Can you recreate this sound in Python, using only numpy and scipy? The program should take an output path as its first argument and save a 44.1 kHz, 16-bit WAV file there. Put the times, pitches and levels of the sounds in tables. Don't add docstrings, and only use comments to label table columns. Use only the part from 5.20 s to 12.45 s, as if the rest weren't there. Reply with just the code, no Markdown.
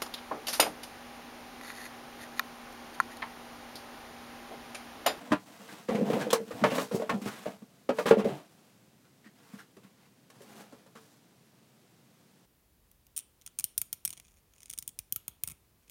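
import sys
import numpy as np
from scipy import signal
from scipy.fft import rfft, irfft, next_fast_len
from scipy.io import wavfile
from scipy.ndimage import uniform_filter1d

SR = 44100
rng = np.random.default_rng(int(sys.argv[2]) if len(sys.argv) > 2 else 0)


def wrap_up_sound(samples):
    columns = np.atleast_2d(samples).T
    tamed = np.clip(columns, -1, 1)
    steps = np.round(tamed * 32767).astype(np.int16)
    wavfile.write(sys.argv[1], SR, steps)


N = 319927


def from_db(db):
    return 10 ** (np.asarray(db) / 20)


def unit_rms(x):
    return x / np.sqrt(np.mean(x ** 2) + 1e-20)


def unit_onset(x):
    return x / np.sqrt(np.mean(x[:int(.03 * SR)] ** 2) + 1e-20)


def rise(t, tau_s):
    return 1 - np.exp(-t / tau_s)


def decay(t, t60_s):
    return np.exp(-np.log(1000) * t / t60_s)


def drift(per_s):
    position = np.arange(N) / SR * per_s
    return unit_rms(np.interp(position, np.arange(N), rng.standard_normal(N)))


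def band(x, edges_hz, order=3):
    return signal.sosfilt(signal.butter(order, edges_hz, "band", fs=SR, output="sos"), x + 1e-18)


def resonance(x, hz, log_half_width):
    return band(x, hz * np.exp([-log_half_width, log_half_width]), order=1)


def colour(x, spectrum):
    hz, db = np.transpose(spectrum)
    size = next_fast_len(len(x))
    bins_hz = np.maximum(np.arange(size // 2 + 1) * SR / size, 1)
    gain = from_db(np.interp(np.log(bins_hz), np.log(hz), db))
    return irfft(rfft(x, size) * gain, size)[:len(x)]


def ring(force, hz, t60_s):
    radius, angle = decay(1 / SR, t60_s), 2 * np.pi * hz / SR
    return signal.lfilter([0, np.sin(angle)], [1, -2 * radius * np.cos(angle), radius ** 2], force + 1e-18)


def slips(samples, per_s, spread_db):
    sizes = from_db(spread_db * np.minimum(rng.exponential(1, samples), 4))
    return (rng.random(samples) < per_s / SR) * sizes * rng.choice([-1, 1], samples)


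# (frequency [Hz], relative density [dB])
AIR_SPECTRUM = [(18, -85), (30, -46), (124, -2), (204, -3.5), (311, -8.5), (512, -14), (1100, -22),
                (2230, -23), (3980, -25), (16000, -31)]

def garden_air(level_db=-63, waver_db=0.54):
    noise = unit_rms(colour(rng.standard_normal(N), AIR_SPECTRUM))
    return noise * from_db(level_db + waver_db * drift(per_s=2.0))


def porch_echoes(dry, wet_db=-8.5, t60_s=0.08, lowpass_hz=5000, delay_s=.009):
    t = np.arange(SR // 2) / SR
    echoes = rng.standard_normal(len(t)) * decay(t, t60_s) * (t > delay_s)
    lowpass = signal.butter(1, lowpass_hz, fs=SR, output="sos")
    echoes = signal.sosfilt(lowpass, echoes / np.linalg.norm(echoes))
    return dry + from_db(wet_db) * signal.fftconvolve(dry, echoes)[:N]


# (time [s], level [dB])
BODY_DROPS = [(0.114, -40), (1.337, -41), (1.438, -41.5), (1.742, -35.5), (1.93, -40.5), (2.057, -38)]

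def joists(mode_hz=116.4, t60_s=0.17, push_s=0.0034):
    t, out = np.arange(N) / SR, np.zeros(N)
    for start_s, db in BODY_DROPS:
        age_s = np.maximum(t - start_s, 0)
        envelope = from_db(db - 60 * np.minimum(age_s / t60_s, 2)) * rise(age_s, push_s)
        out += envelope * np.sin(2 * np.pi * mode_hz * age_s)
    return out


# (frequency [Hz], gain [dB], T60 [s])
PLANK_MODES = [(185.3, -1, 0.13), (190.3, -1.5, 0.15), (250.4, 10.5, 0.039), (288, 0.5, 0.04),
               (441.9, 1, 0.27), (480, 2, 0.11), (559, 9, 0.042), (656, -1, 0.091), (815, -8, 0.038),
               (1054, -4.5, 0.048), (1156, -5, 0.06), (1240, -7.5, 0.072), (1400, -10, 0.083),
               (1750, -10.5, 0.095)]

def plank(force, spread_db, detune=0.02):
    out = 0
    for hz, db, t60_s in PLANK_MODES:
        strength, sign, shift = rng.standard_normal(3)
        gain = np.sign(sign) * from_db(db + spread_db * strength)
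        out += gain * ring(force, hz * np.exp(detune * shift), t60_s)
    return out


# (time [s], level [dB])
SOFT_RUSTLE = [(0, -59.5), (2.25, -56.5), (2.45, -68), (3.0, -64), (3.5, -66.5), (3.75, -77), (6.1, -70.5),
               (7.25, -72.5)]
# (start [s], length [s], rasp [dB], judder and drone re rasp [dB], hiss re rasp [dB], swell [dB])
MAT_STROKES = [(0, 0.13, -53, 2, -10, 0), (0.259, 0.27, -57, 0.5, -5, 7), (0.499, .11, -54.5, -3, -5.5, -1),
               (0.707, 0.078, -47, 14, -11, -0.5), (0.817, 0.069, -50.5, 13, -8.5, 5),
               (0.881, .15, -43.5, 7.5, -8, 1), (1.012, 0.37, -62.5, 13, -22, -21),
               (1.276, 0.13, -52.5, 5, -6.5, 6), (1.45, 0.11, -41.5, 2, -8, 3.5),
               (1.551, 0.073, -42, 4.5, -1, -0.5), (1.72, 0.038, -51.5, 14, 2.5, 8),
               (1.784, 0.089, -54.5, 7, -26, -1), (1.91, 0.059, -58, 19.5, -2.5, -8),
               (2.02, 0.061, -48.5, -0.5, -4.5, 11.5), (2.085, 0.23, -52, -4.5, -6, -5.5),
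               (2.265, 0.03, -54, 12.5, -21, -6), (2.728, 0.071, -53.5, 5.5, -3.5, 19.5),
               (2.856, 0.03, -34, -0.5, -13, 3.5), (2.961, 0.027, -52.5, 12, -11, 17.5),
               (3.043, 0.082, -47, 10, -9.5, -5.5), (3.128, 0.1, -57, 4, -6.5, -11),
               (4.152, 0.25, -64, -4, -3, 12), (4.632, 0.033, -64.5, -6, -7, -3),
               (4.77, 0.087, -69, -4.5, -7, 4.5), (5.124, .29, -62, 1.5, -2.5, 14.5),
               (5.217, 0.021, -64.5, -6, 3, -9), (5.432, 0.17, -67.5, 2, -3, 1),
               (5.766, 0.2, -70, -0.5, 2.5, -7)]

def stroke_gains(grip_s=0.001, release_s=0.033, rustle_bands_db=(-3, -3.5, -5, -4.5)):
    t = np.arange(0, N, 32) / SR
    rustle = from_db(np.interp(t, *np.transpose(SOFT_RUSTLE)))
    power = np.outer(from_db(rustle_bands_db), rustle) ** 2
    for start_s, length_s, db, pressure_db, hiss_db, swell_db in MAT_STROKES:
        age_s = np.maximum(t - start_s, 0)
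        envelope = rise(age_s, grip_s) * np.exp(-np.maximum(age_s - length_s, 0) / release_s)
        envelope *= from_db(db + swell_db * (np.minimum(age_s / length_s, 1) - .5))
        power += np.outer(from_db([pressure_db, pressure_db, 0, hiss_db]), envelope) ** 2
    return [np.interp(np.arange(N) / SR, t, gain) for gain in np.sqrt(power)]


# (low [Hz], high [Hz])
BANDS = [(135, 340), (340, 800), (800, 3500), (3500, 17000)]
# (frequency [Hz], relative density [dB])
WEAVE_SPECTRUM = [(100, 4), (1300, -0.5), (3000, -5), (5500, -6), (9500, -9), (12500, -11.5),
                  (16000, -14.5)]

def mat(trim_db=-1.0, fibre_db=(-12, -7, 12, 24), jerk_db=1.0, load_db=8.0, plank_changes_per_s=7.4):
    force = slips(N, per_s=3000, spread_db=-1.0) * from_db(jerk_db * drift(per_s=64))
    modes, out = np.zeros(N), np.zeros(N)
    for _ in range(3):
        load = from_db(load_db * drift(plank_changes_per_s))
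        modes += plank(force * load, spread_db=1.0, detune=.04)
    fibres = colour(force, WEAVE_SPECTRUM)
    for edges_hz, db, gain in zip(BANDS, fibre_db, stroke_gains()):
        part = unit_rms(band(modes, edges_hz)) + from_db(db) * unit_rms(band(fibres, edges_hz))
        running_rms = np.sqrt(np.abs(uniform_filter1d(part ** 2, size=3600)) + 1e-9)
        out += gain * part / running_rms
    return from_db(trim_db) * out


# (time [s], length [s], level [dB], resonance [Hz])
WEAVE_SCRATCHES = [(0.117, 0.017, -58, 2260), (0.487, 0.014, -51.5, 1560), (0.681, 0.023, -47.5, 2070),
                   (0.747, 0.0091, -43, 2170), (1.005, 0.019, -37.5, 1660), (1.101, 0.0091, -35.5, 3360),
                   (1.502, 0.014, -44, 2680), (2.074, 0.016, -45, 1500), (2.87, .011, -39, 1750),
                   (3.844, 0.012, -64, 1400), (4.042, 0.035, -60, 1820), (4.386, 0.019, -52.5, 1650),
                   (5.753, 0.02, -57.5, 1290)]

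def scratches(grit_db=-8.5, attack_s=0.0019, release_s=0.015):
    t, out = np.arange(SR // 4) / SR, np.zeros(N + SR)
    for start_s, length_s, db, hz in WEAVE_SCRATCHES:
        force = slips(len(t), per_s=1500, spread_db=-2.0)
        hollow = unit_rms(resonance(force, hz, 0.082))
        grit = unit_rms(band(colour(force, WEAVE_SPECTRUM), [800, 6000], order=1))
        envelope = rise(t, attack_s) * np.exp(-np.maximum(t - length_s, 0) / release_s)
        start = int(start_s * SR)
        out[start:start + len(t)] += from_db(db) * envelope * unit_rms(hollow + from_db(grit_db) * grit)
    return out[:N]


# (frequency [Hz], relative density [dB])
WOOD_SPECTRUM = [(100, 8.5), (1200, -5.5), (2200, -12), (3500, -16.5), (6000, -20.5), (10000, -26),
                 (16000, -36)]

def skid(t, contact_s, grit_db=(-9, -9, 1, 16), linger_ratio=(1.6, 1.6, 1.7, 1.3),
         tail_db=-0.5, tail_s=(.021, .021, .02, .015)):
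    attack = rise(t, contact_s / 3)
    force = slips(len(t), per_s=1600, spread_db=3.0) * attack * np.exp(-t / (0.66 * contact_s))
    force[0] += 2.5
    modes = plank(force, spread_db=2.0)
    grit = colour(slips(len(t), per_s=4000, spread_db=1.0), WOOD_SPECTRUM) * attack
    parts = []
    for k, edges_hz in enumerate(BANDS):
        envelope = np.exp(-t / (linger_ratio[k] * contact_s)) + from_db(tail_db) * np.exp(-t / tail_s[k])
        crackle = unit_onset(band(grit * envelope, edges_hz))
        parts.append(unit_onset(band(modes, edges_hz, order=2)) + from_db(grit_db[k]) * crackle)
    return parts


def blow(bands_db, note_hz, contact_s, note_db=2.0, bend_db=1.5, bend_ratio=.47):
    t = np.arange(SR // 2) / SR
    thump, knock, clack, tick = skid(t, contact_s)
    bend_hz = bend_ratio * note_hz
    bend = np.sin(2 * np.pi * bend_hz * t) * rise(t, contact_s / 3) * decay(t, t60_s=0.069)
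    bend = unit_onset(band(bend, BANDS[0], order=2))
    thump = unit_onset(resonance(thump, bend_hz, .26)) + from_db(bend_db) * bend
    note = np.sin(2 * np.pi * note_hz * t) * rise(t, contact_s / 2) * decay(t, t60_s=0.045)
    note = unit_onset(band(note, BANDS[1], order=1))
    knock = unit_onset(resonance(knock, note_hz, .26)) + from_db(note_db) * note
    bright_db = np.clip(bands_db[3] - bands_db[2] + 11.0, -2, 7)
    tick = colour(tick, [(4000, 0), (10000, bright_db)])
    return sum(from_db(db) * unit_onset(part) for db, part in zip(bands_db, (thump, knock, clack, tick)))


# (time [s], knock [dB], thump re knock [dB], clack re knock [dB], plank note [Hz], contact [s])
KNOCKS = [(0.118, -27, 2.5, 0.5, 619, 0.0084), (0.686, -30.5, -4.5, -9, 495, 0.013),
          (0.745, -33, -1, -17, 457, 0.017), (0.784, -35.5, -4, -22, 440, 0.0042),
          (0.809, -29, 1.5, -23, 490, 0.0085), (0.9, -28.5, -5, -16.5, 483, 0.0044),
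          (0.932, -31, 1, -7.5, 456, 0.0042), (0.965, -32, -4, -27.5, 517, .004),
          (1.066, -35, -15.5, -18, 480, .009), (1.13, -23.5, -16.5, -12, 498, 0.0067),
          (1.201, -41.5, -6, -28, 482, 0.0028), (1.307, -40, -12, -7, 524, 0.01),
          (1.438, -23.5, -6.5, 0, 585, 0.0042), (1.517, -33.5, -2.5, -8, 552, 0.0091),
          (1.58, -34, -2, 1.5, 542, 0.0051), (1.712, -36.5, -12, -9, 490, .009),
          (1.739, -34, 3, -21, 392, 0.0057), (1.796, -35.5, -17, -17, 480, 0.0048),
          (1.819, -34.5, -32, -14, 614, 0.0037), (1.894, -37.5, -1, 8, 544, 0.0064),
          (2.057, -38.5, 1, -7.5, 430, 0.007), (2.257, -35.5, -16, -14.5, 602, 0.004),
          (2.69, -26, -7.5, -9, 540.6, 0.0063), (2.785, -29.5, -18.5, -5, 590, 0.0068),
          (2.857, -30.5, -9, -6, 466, 0.0072), (2.908, -13.5, -11, -15, 440, 0.0055),
          (2.969, -29, -4, -29, 440, 0.0049), (2.993, -34.5, -4, -5.5, 440, .008),
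          (3.052, -26.5, -8.5, -32, 440, 0.012), (4.566, -56.5, -3.5, -5.5, 400, .006),
          (5.205, -54, -16, -13, 428, 0.0092), (5.524, -57, 4, -4.5, 557, 0.004),
          (5.661, -62, -8, -3, 522, 0.0093), (5.752, -56.5, -1, 3, 466, 0.012)]
# (time [s], level [dB])
PADS = [(0.109, -38), (0.845, -48), (1.414, -29.5), (1.94, -33), (2.012, -42), (2.418, -48.5), (4.056, -56),
        (4.335, -45.5), (4.645, -55), (5.391, -53)]
# (time [s], level [dB])
CLAWS = [(1.105, -42.5), (1.129, -27), (2.016, -54), (2.864, -43), (2.888, -42.5), (5.1, -59.5)]
PAD_BANDS_DB, PAD_NOTE_HZ, PAD_CONTACT_S = (0.5, -18, -17, -29.5), 440, 0.0059
CLAW_BANDS_DB, CLAW_NOTE_HZ, CLAW_CONTACT_S = (-14, -16.5, -1, -3.5), 426, 0.0035

def paws(tick_db=-27.5, tick_db_per_db=0.67, sway_db=-10.0, sway_hz=(75, 135)):
    contacts = []
    for start_s, db, weight_db, hard_db, note_hz, contact_s in KNOCKS:
        clack_db = db + hard_db
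        bands_db = [db + weight_db, db, clack_db, tick_db + tick_db_per_db * clack_db]
        contacts.append((start_s, bands_db, note_hz, contact_s))
    contacts += [(s, np.add(db, PAD_BANDS_DB), PAD_NOTE_HZ, PAD_CONTACT_S) for s, db in PADS]
    contacts += [(s, np.add(db, CLAW_BANDS_DB), CLAW_NOTE_HZ, CLAW_CONTACT_S) for s, db in CLAWS]
    out = np.zeros(N + SR)
    for start_s, bands_db, note_hz, contact_s in contacts:
        hit = blow(bands_db, note_hz, contact_s)
        t = np.arange(len(hit)) / SR
        sway = unit_rms(band(rng.standard_normal(len(t)), sway_hz, order=1))
        sway *= rise(t, 0.0065) * np.exp(-t / 0.02)
        drive_db = min(bands_db[0], bands_db[2])
        start = int(start_s * SR)
        out[start:start + len(t)] += hit + from_db(sway_db + drive_db) * sway
    return out[:N]


def scene():
    air = garden_air()
    puppy = paws() + joists() + mat() + scratches()
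    return (air + porch_echoes(puppy))[None]


def record(dry, cutoff_hz=15900):
    return signal.sosfilt(signal.ellip(10, .1, 80, cutoff_hz, fs=SR, output="sos"), dry)


dry = scene()
out = record(dry)
wrap_up_sound(out)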